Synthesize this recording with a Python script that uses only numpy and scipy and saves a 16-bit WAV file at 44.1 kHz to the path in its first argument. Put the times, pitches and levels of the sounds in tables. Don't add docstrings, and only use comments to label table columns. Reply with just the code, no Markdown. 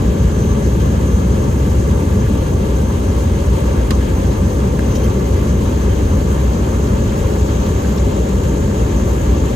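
import sys
import numpy as np
from scipy import signal
from scipy.fft import rfft, irfft, next_fast_len
from scipy.io import wavfile

SR = 44100
rng = np.random.default_rng(int(sys.argv[2]) if len(sys.argv) > 2 else 0)


def log_audio(samples):
    frames = np.atleast_2d(samples).T
    limited = np.clip(frames, -1, 1)
    pcm = np.round(limited * 32767).astype(np.int16)
    wavfile.write(sys.argv[1], SR, pcm)


N = 421155

# (frequency [Hz], rms level [dB], left over right [dB], left lag [rad], waver spread [dB])
ENGINE_TONES = [(58.3, -25, .5, 0, 1.5), (64.7, -18.8, .5, 0, .8), (84, -24.5, .5, 0, 1.5),
                (88.3, -29.5, .5, 0, 3), (420, -35, 3, .3, 3), (670, -47, 2, 2.6, 3),
                (777.5, -42.5, -1, 2.4, 3), (899.5, -50, 2, 1.3, 3), (1161, -52, 0, 2.2, 3),
                (1556, -54.5, -2, -.4, 3), (2176, -63, -4, -1.1, 3), (2726, -65, 1, -1.7, 3),
                (4359, -63, -2, .2, 3), (5123, -67, 3, -.3, 3), (6215, -48.5, 5, -1.1, 2.5),
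                (12430, -58, 0, 1.9, 4), (14105, -72, 0, -1.9, 3)]
# (time [s], lower hum [dB], upper hum [dB])
HUM_SWELL = [(0, 6, -1), (.7, -4, -2), (2.2, -6, 2.5), (2.7, 2.5, 1), (4.7, 0, 3), (5.7, -3, -3),
             (7.7, 2.5, -4), (8.3, 5, -4), (9.55, 1, -1)]
# (time [s], level [dB])
WHINE_SWELL = [(0, -4), (.6, 5), (1.2, -.5), (3.4, 0), (3.65, -5), (3.9, 0.5), (6.8, 1), (7.15, -5),
               (7.55, 5.5), (7.95, -3.5), (8.7, -1.5), (9.2, 4), (9.55, -2)]
# (time [s], frequency [Hz], rms level [dB])
PUMP_TONE = [(0, 1840, -68), (3.9, 1840, -64), (4.2, 1839, -53), (9.55, 1822, -51)]

# (frequency [Hz], relative density [dB])
DRONE_SPECTRUM = [(20, -56), (32, -62), (42, -39), (75, -36), (105, -37), (135, -40.5), (158, -42),
                  (205, -40), (250, -44), (330, -47), (400, -48), (480, -50.5), (570, -51.5), (680, -59)]
# (time [s], level [dB], lift around 100-225 Hz [dB])
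DRONE_COURSE = [(0, -15.5, 2.5), (.6, -16.5, 4.5), (2.35, -16, 3), (2.7, -15.5, 0), (4.4, -15, 0.5),
                (9.55, -14.5, -1)]
# (frequency [Hz], relative density [dB])
ROAR_SPECTRUM = [(680, -60), (900, -59.5), (1150, -62), (1400, -67), (1900, -72), (2400, -73),
                 (3300, -73.5), (5200, -79), (5900, -79), (6700, -77), (8000, -79), (8800, -80),
                 (10800, -85.5), (12200, -84.3), (13300, -84.5), (15900, -94)]
# (time [s], rms level [dB])
ROAR_COURSE = [(0, -30.5), (3, -30.5), (3.8, -30), (6.8, -30), (7.7, -29), (8.3, -30.5), (9.55, -29.5)]
# (centre [Hz], width [Hz])
HISS_RESONANCES = [(7000, 1300), (8600, 600)]
# (time [s], lower band [dB], upper band [dB])
HISS_COURSE = [(0, -49, -55), (.6, -48, -49), (3.6, -51, -46.5), (5.6, -49, -51), (7.6, -43, -54),
               (9.55, -43, -56)]
# (centre [Hz], width [Hz], lift [dB])
CABIN_RESONANCES = [(61, 10, 2.5), (74, 9, -3), (158, 8, -2), (205, 30, 1), (240, 14, -2.5), (385, 36, 1),
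                    (550, 57, 2), (710, 50, -2), (775, 45, 4.5), (825, 25, -2), (900, 50, 4), (1045, 40, 3),
                    (1085, 20, -1.5), (1160, 43, 5), (1310, 60, 2), (1430, 50, 3), (1495, 50, -4),
                    (1670, 120, 6), (1795, 40, -2.5), (1880, 50, -2), (2090, 100, 4), (2400, 120, 2.5),
                    (2730, 90, 3.5), (3170, 200, 2), (3640, 170, -4.5), (3740, 60, 4), (3880, 150, 2),
                    (6170, 160, 6.5), (6450, 90, 2.5), (6670, 130, 1.5), (12400, 250, 12)]
# (frequency [Hz], left over right [dB], likeness [0-1], left lag [rad])
PORT_FIELD = [(60, .6, .99, 0), (200, .8, .96, 0), (350, 3, .83, 0), (520, 7, .72, 1.2),
              (680, 2.7, .45, 2.6), (800, -.5, .8, 2.4), (950, 1.5, .35, 1.6), (1300, 0, .4, 2.6),
              (1700, 0, .35, 1), (2300, 1.2, .4, -1.8), (3200, 1.3, .62, -.4), (3700, 1.5, .12, 0),
              (5600, 1.2, .2, -.5), (6250, 4, .77, -.9), (7050, .6, .9, 0), (8000, .3, .7, 1.5),
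              (8800, 0, .99, 2.75)]

# (time [s], peak [dB], low edge [Hz], high edge [Hz], body T60 [s], left over right [dB], bright edge [dB])
FITTING_SNAPS = [(3.906, -9.5, 750, 4600, .045, -2, -6), (3.909, -18.5, 1050, 1250, .12, -2, -40),
                 (4.012, -28, 1550, 1850, .12, 0, -40), (4.7905, -16.5, 1300, 2000, .025, -3, -22),
                 (7.176, -30, 3000, 9000, .04, 1, -20), (7.662, -27, 1300, 5000, .04, 0, -14),
                 (7.845, -22, 1250, 1800, .07, 0, -34), (7.975, -26, 5200, 5800, .04, 2, -34),
                 (7.981, -26, 3600, 4400, .06, 0, -34), (7.993, -28, 6300, 7000, .04, 0, -34)]
# (time [s], ring peak [dB], brightness [dB/octave], scratch gain beside ring [dB])
BUCKLE_CLINKS = [(4.952, -20.5, 0, -15), (5.035, -25, 2.5, -11)]
# (frequency [Hz], level [dB], T60 [s])
BUCKLE_MODES = [(3176, -3, .06), (3900, -12, .02), (4540, -12, .02), (5350, -5, .015), (5850, -1, .025),
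                (6340, -2, .02), (6800, -9, .015), (10780, -9, .01), (14130, -13, .06), (14600, -12, .015)]

WHINE_HZ, SAG_HZ_PER_S = 6215, 1.1
CYCLES_PER_WAVER, FASTEST_WAVER_HZ = 114, 12
BLADES_HZ = 57.6
TREBLE_LAG_S = .000244
EDGE_T60_S, EDGE_CUT_HZ = .035, 8000
CONTACT_S, SNAP_CONTACT_DB, BUCKLE_CONTACT_DB = .001, 19, 17
CUTOFF_HZ = 15700


def from_db(db):
    return 10 ** (np.asarray(db) / 20)


def in_time(rows):
    time_s, *columns = np.transpose(rows)
    return [np.interp(np.arange(N) / SR, time_s, column) for column in columns]


def drift(corner_hz):
    r = np.exp(-80 * np.pi * corner_hz / SR)
    noise = rng.standard_normal(N // 40 + 2002)
    slow = signal.lfilter([1], [1, -2 * r, r * r], noise)[2000:]
    return np.interp(np.arange(N) / 40, np.arange(len(slow)), slow / slow.std())


def peak(hz, centre_hz, width_hz):
    return 1 / (1 + (2 * (hz - centre_hz) / width_hz) ** 2)


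def spectrum(points):
    at_hz, db = np.transpose(points)
    return lambda hz: from_db(np.interp(np.log(hz), np.log(at_hz), db, left=-200, right=-200))


def bandpass(low_hz, high_hz, order, sound):
    sos = signal.butter(order, [low_hz, high_hz], "band", fs=SR, output="sos")
    return signal.sosfilt(sos, sound)


def noise_field(shape, count, patchy_db, flicker_hz):
    size = next_fast_len(N)
    hz = np.maximum(np.arange(size // 2 + 1) * SR / size, 1)

    port_hz, *columns = np.transpose(PORT_FIELD)
    balance_db, alike, lag = [np.interp(hz, port_hz, column) for column in columns]
    alike = np.clip(alike, 0, 1)
    lag = lag + 2 * np.pi * TREBLE_LAG_S * np.maximum(hz - port_hz[-1], 0)
    shared, own = rfft(rng.standard_normal((2, size)))
    right = alike * np.exp(1j * lag) * shared + np.sqrt(1 - alike ** 2) * own

    lift_db = sum(db * peak(hz, centre, width) for centre, width, db in CABIN_RESONANCES)
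    gain = shape(hz) * from_db(lift_db)
    both = gain * np.array([shared * from_db(balance_db / 2), right * from_db(-balance_db / 2)])

    heard = hz[gain > gain.max() / 300]
    place = np.log(hz / heard[0]) / np.log(heard[-1] / heard[0])
    place = np.clip(place, 0, 1) * (count - 1)
    together, out = drift(flicker_hz), 0
    for k in range(count):
        weight = np.clip(1 - abs(place - k), 0, 1)
        band = irfft(both * weight, size)[:, :N]
        out = out + band * from_db(patchy_db * (0.2 * together + drift(flicker_hz)))
    return out / np.sqrt(np.mean(out ** 2))


def engine_tones():
    speed = 1 - SAG_HZ_PER_S / WHINE_HZ * np.arange(N) / SR
    turned_s = np.cumsum(speed * (1 + 0.00047 * drift(6.2))) / SR
    whine_db, = in_time(WHINE_SWELL)
    low_hum_db, high_hum_db = in_time(HUM_SWELL)
    swell_db = {ENGINE_TONES[0][0]: low_hum_db, ENGINE_TONES[2][0]: high_hum_db,
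                WHINE_HZ: whine_db, 2 * WHINE_HZ: whine_db}
    out = 0
    for hz, db, balance_db, lag, waver_db in ENGINE_TONES:
        level_db = db + swell_db.get(hz, 0)
        angle = 2 * np.pi * (hz * turned_s + rng.random())
        pair = from_db([[balance_db / 2], [-balance_db / 2]]) * np.sin([angle, angle + lag])
        waver = drift(min(hz / CYCLES_PER_WAVER, FASTEST_WAVER_HZ))
        out = out + np.sqrt(2) * from_db(level_db + waver_db * waver) * pair
    return out


def pump():
    hz, db = in_time(PUMP_TONE)
    angle = 2 * np.pi * np.cumsum(hz * (1 + 0.000516 * drift(0.99))) / SR
    pair = from_db([[-3.5], [3.5]]) * np.sin([angle, angle + 2.1])
    return np.sqrt(2) * from_db(db + 2.0 * drift(2.9)) * pair


def blade_chop():
    return np.cos(2 * np.pi * BLADES_HZ * np.arange(N) / SR + 2.2 * drift(2.6))


def hull_drone():
    level_db, boom_db = in_time(DRONE_COURSE)
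    drone = noise_field(spectrum(DRONE_SPECTRUM), count=5, patchy_db=0.0, flicker_hz=2.2)
    drone = from_db(level_db) * drone
    return drone + (from_db(boom_db) - 1) * bandpass(100, 225, 1, drone)


def exhaust_roar(chop):
    level_db, = in_time(ROAR_COURSE)
    roar = noise_field(spectrum(ROAR_SPECTRUM), count=7, patchy_db=1.13, flicker_hz=16.4)
    return from_db(level_db + .5 * chop) * roar


def intake_hiss(chop):
    out = 0
    for level_db, (centre_hz, width_hz) in zip(in_time(HISS_COURSE), HISS_RESONANCES):
        hiss = noise_field(lambda hz: peak(hz, centre_hz, width_hz),
                           count=2, patchy_db=1.0, flicker_hz=9.0)
        out = out + from_db(level_db + 1.6 * chop) * hiss
    return out


def snaps():
    out, age = np.zeros((2, N)), np.arange(SR // 8) / SR
    dull = signal.butter(1, EDGE_CUT_HZ, fs=SR, output="sos")
    after = np.maximum(age - .004, 0)
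    for time_s, db, low_hz, high_hz, t60, balance_db, edge_db in FITTING_SNAPS:
        noise = rng.standard_normal(len(age)) + 1.4 * rng.standard_normal((2, len(age)))
        crackle = noise * np.minimum(age / .001, 1)
        crackle[:, round(CONTACT_S * SR)] = from_db(SNAP_CONTACT_DB)
        body = bandpass(low_hz, high_hz, 2, crackle * from_db(-60 * after / t60))
        edge = from_db(edge_db - 60 * after / EDGE_T60_S) * signal.sosfilt(dull, crackle)
        snap = body + edge
        level = from_db([[db + balance_db / 2], [db - balance_db / 2]])
        at = round(time_s * SR)
        out[:, at:at + len(age)] += snap / abs(snap).max() * level
    return out


def clinks():
    out, age = np.zeros((2, N)), np.arange(SR // 4) / SR
    high = signal.butter(1, 2500, "high", fs=SR, output="sos")
    for time_s, db, bright_db, scratch_db in BUCKLE_CLINKS:
        noise = rng.standard_normal(len(age)) + .7 * rng.standard_normal((2, len(age)))
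        rattle = noise * from_db(-60 * age / .11) * np.minimum(age / .004, 1)
        modes = 0
        for hz, level_db, t60 in BUCKLE_MODES:
            mode_db = level_db + bright_db * np.log2(hz / 6000) + rng.normal(0, 2.5)
            modes = modes + from_db(mode_db - 60 * age / t60) * np.sin(2 * np.pi * hz * age)
        scratch = signal.sosfilt(high, rattle)
        rattle[:, round(CONTACT_S * SR)] = from_db(BUCKLE_CONTACT_DB)
        ring = signal.fftconvolve(rattle, modes[None], axes=1)[:, :len(age)]
        clink = ring / abs(ring).max() + from_db(scratch_db) * scratch
        at = round(time_s * SR)
        out[:, at:at + len(age)] += from_db(db) * clink
    return out


def scene():
    steady = engine_tones() + pump()
    chop = blade_chop()
    airflow = hull_drone() + exhaust_roar(chop) + intake_hiss(chop)
    return steady + airflow + snaps() + clinks()


def record(dry):
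    rounded = 1.6 * np.tanh(dry / 1.6)
    return signal.sosfilt(signal.ellip(10, .3, 70, CUTOFF_HZ, fs=SR, output="sos"), rounded)


dry = scene()
out = record(dry)
log_audio(out)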